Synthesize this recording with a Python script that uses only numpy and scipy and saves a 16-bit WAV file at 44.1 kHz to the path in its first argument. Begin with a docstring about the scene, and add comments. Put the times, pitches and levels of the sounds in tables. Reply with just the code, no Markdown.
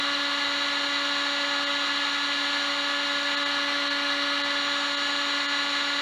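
"""A handheld heat gun blowing over a workbench, close to a single microphone.
From the start, turbulent air rushes through the resonant housing while a small mains-fed motor spins
the fan: shaft harmonics hum, a thin whine sings above. At 0.5 s comes a soft bump of handling.
From 1.7 s on, the hiss dips briefly a few times. After 3.3 s the hand turns the gun and the whine
fades; by 4.7 s it is back, and the gun blows on."""
import sys
import numpy as np
from scipy import signal
from scipy.fft import rfft, irfft
from scipy.io import wavfile

SR = 44100
rng = np.random.default_rng(int(sys.argv[2]) if len(sys.argv) > 2 else 0)


def wav_out(sig):
    """Save sig, one row per channel (or a flat mono array), as 16-bit PCM at SR to the path in sys.argv[1]."""
    wavfile.write(sys.argv[1], SR, np.round(np.clip(np.atleast_2d(sig).T, -1, 1) * 32767).astype(np.int16))


N = 265393
TIME = np.arange(N) / SR
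RIPPLE_HZ, BAND_EDGE_HZ = 120, 15750


def amp(db):
    """Decibels to gain."""
    return 10 ** (np.asarray(db) / 20)


def unit(x):
    """Scales to rms 1."""
    return x / np.sqrt(np.mean(x ** 2) + 1e-20)


def drift(hz):
    """Random wander of rms 1, moving up to about hz times a second."""
    f = np.fft.rfftfreq(N, 1 / SR)
    return unit(irfft(rfft(rng.standard_normal(N)) * np.exp(-(f / hz) ** 2), N))


def partial(turns, order, spread=1):
    """One harmonic of rms 1; a small spread of phase lines the harmonics up into one push a turn."""
    return np.sqrt(2) * np.sin(2 * np.pi * (order * turns + spread * rng.random()))


def mains_hum(level_db=-69):
    """Far in the background, a hum at twice the mains frequency."""
    return amp(level_db) * partial(RIPPLE_HZ * TIME, order=1)


# A soft bump of handling: f/Hz, half-length/s, level/dB
HANDLING_BUMP = (50, 0.022, -57)


def handling_bump(at_s=.491):
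    """The hand on the gun: a few cycles of dull thud with its octave."""
    hz, half_length_s, db = HANDLING_BUMP
    t = TIME - at_s
    envelope = amp(db) * np.exp(-(t / half_length_s) ** 2)
    return envelope * (np.cos(2 * np.pi * hz * t) + np.cos(4 * np.pi * hz * t))


# Brief dips of the hiss, all alike: t/s
DIP_TIMES = [1.655, 3.362, 3.447, 3.894, 4.429, 4.962, 5.474]


def hiss_dips(depth_db=-25, half_length_s=.015):
    """Gain that falls to the bottom of each dip and comes straight back."""
    notches = sum(np.maximum(1 - abs(TIME - at_s) / half_length_s, 0) for at_s in DIP_TIMES)
    return 1 - (1 - amp(depth_db)) * notches


# The shaft's almost even speed: t/s, f/Hz
SHAFT_SPEED = [(0.0, 284.59), (1.6, 284.59), (2.15, 284.33), (3.15, 285.24), (3.75, 284.73), (4.65, 284.74),
               (5.35, 285.1), (6.02, 284.52)]


def shaft_turns(wobble=.0004, ripple_turns=.0016):
    """Turns of the shaft: the speed wobbles, and each pulse of rectified mains nudges the rotor."""
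    shaft_hz = np.interp(TIME, *np.transpose(SHAFT_SPEED)) * (1 + wobble * drift(8.4))
    return np.cumsum(shaft_hz) / SR + ripple_turns * np.sin(2 * np.pi * RIPPLE_HZ * TIME)


# Broad spectrum of the air rush at close range: f/Hz, relative level/dB
AIR_SPECTRUM = [(25, -39), (55, -25), (100, -22.5), (180, -15.5), (500, -13.5), (740, -9.5), (1050, -2),
                (2600, -4), (4450, -0.5), (4800, -15.5), (6000, -17), (7500, -25.5), (10500, -37),
                (15600, -48.5)]
# Resonances and notches of the housing and barrel: f/Hz, width/Hz, gain/dB
HOUSING_RESONANCES = [(287, 37, 7), (555, 61, 10.5), (787, 8.5, 8.5), (877, 84, 8), (1157, 119, 5),
                      (1252, 18, 9), (1307, 53, 4.5), (1706, 113, 8.5), (1993, 131, 9.5), (2306, 165, 3.5),
                      (2970, 280, 2.5), (3270, 180, -3), (3920, 254, 7), (4150, 55, 3.5), (4330, 49, 3.5),
                      (5710, 490, 4), (6100, 250, -2.5), (9400, 800, 2), (11600, 810, 2)]


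def housing_db(hz):
    """Colour of the air rush: a broad hump with the peaks and notches of the housing on it."""
    points_hz, points_db = np.transpose(AIR_SPECTRUM)
    hump_db = np.interp(np.log(hz + 1), np.log(points_hz), points_db)
    bells = (db * .5 ** ((2 * (hz - centre) / width) ** 2) for centre, width, db in HOUSING_RESONANCES)
    return hump_db + sum(bells)


def brushes(turns, level_db=-64, scatter_db=4, sway_db=2, lowest_order=26):
    """Brush contact adds a thin buzz of high harmonics, coloured like the air."""
    shaft_hz = SHAFT_SPEED[0][1]
    buzz = np.zeros(N)
    for order in range(lowest_order, int(BAND_EDGE_HZ / shaft_hz)):
        db = housing_db(order * shaft_hz) + scatter_db * rng.standard_normal() + sway_db * drift(1)
        buzz += amp(db) * partial(turns, order)
    return amp(level_db) * unit(buzz)


# The whine beams at the microphone and fades as the hand turns the gun: t/s, level/dB
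WHINE_LEVEL = [(0.0, -57), (0.55, -51.5), (3.3, -52), (3.65, -59), (4.35, -62), (4.65, -50.5), (6.02, -50)]
# The hum's octave swells and sags: t/s, level/dB
OCTAVE_LEVEL = [(0.0, -42.5), (0.8, -43), (1.7, -40), (2.17, -49), (2.75, -41), (4.45, -40), (5.7, -45),
                (6.02, -43.5)]


def motor(turns, mean_hum_db=-40.5, hum_swell=0.2, hum_flutter_db=0.08, whine_flutter_db=1.05):
    """Rotor unbalance hums at the shaft speed and its octave; the commutator whines high above."""
    whine_db = np.interp(TIME, *np.transpose(WHINE_LEVEL))
    octave_db = np.interp(TIME, *np.transpose(OCTAVE_LEVEL))
    hum_db = mean_hum_db + hum_swell * (whine_db.mean() - whine_db)  # swells as the whine turns away
    hum = amp(hum_db) * partial(turns, order=1) + amp(octave_db) * partial(turns, order=2)
    whine = amp(whine_db + whine_flutter_db * drift(25)) * partial(turns, order=24)
    return amp(hum_flutter_db * drift(17)) * hum + whine


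# Buzz of the fan blades: multiple of the shaft speed, level/dB
FAN_HARMONICS = [(3, -52), (4, -42), (5, -38.2), (6, -38.7), (7, -46), (8, -57), (9, -56), (10, -40),
                 (11, -43), (12, -42), (13, -44.4), (14, -48), (15, -46.8), (16, -53), (17, -58.2),
                 (18, -62), (19, -59.3), (20, -62.3), (21, -63), (23, -63.5), (25, -63.6)]


def fan(turns, sway_db=-0.03, flutter=0.034, flutter_hz=22, faint_db=-54):
    """Uneven blades buzz; each harmonic sways with the hand and flutters in the turbulent intake."""
    strong, faint = np.zeros((2, N))
    for order, db in FAN_HARMONICS:
        strength = amp(db + sway_db * drift(4.4)) * (1 + flutter * drift(flutter_hz))
        tone = strength * partial(turns, order, spread=.55)
        if db > faint_db:
            strong += tone
        else:
            faint += tone
    return strong + faint * hiss_dips()


def bench_echoes(direct, echo_db=-17, spacing_s=.003, sway_s=.00006, count=3):
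    """Bench reflections reach the microphone late and comb the sound; the combs slide as the gun drifts."""
    delays = (spacing_s * (k + rng.random()) + sway_s * drift(0.4) for k in range(count))
    return direct + amp(echo_db) * sum(np.interp(TIME - delay, TIME, direct) for delay in delays)


def air_rush(turns, level_db=-28.5, chop=0.13, gust_db=0.33):
    """Up front, turbulence chopped once a turn rings the housing; strong resonances ride out the dips."""
    jet = rng.standard_normal(N) * (1 + chop * np.sin(2 * np.pi * turns))
    jet *= amp(gust_db * drift(19))
    colour = amp(housing_db(np.fft.rfftfreq(N, 1 / SR)))
    spectrum = rfft(bench_echoes(jet)) * colour
    hiss_share = 1 / (1 + colour ** 4)  # near 1 away from the strong resonances
    hiss = irfft(spectrum * hiss_share, N)
    ringing = irfft(spectrum * (1 - hiss_share), N)
    return amp(level_db) * unit(ringing + hiss * hiss_dips())


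def scene():
    """The gun at one close microphone, the same in both channels; one shaft drives motor, fan and air."""
    turns = shaft_turns()
    tones = motor(turns) + fan(turns) + brushes(turns) * hiss_dips()
    gun = tones + air_rush(turns) + mains_hum() + handling_bump()
    return np.array([gun, gun])


def record(dry):
    """A steep low-pass ends the microphone's band."""
    lowpass = signal.firwin(1023, BAND_EDGE_HZ, window=("kaiser", 9), fs=SR)
    return signal.oaconvolve(dry, lowpass[None], "same", axes=1)


dry = scene()
out = record(dry)
wav_out(out)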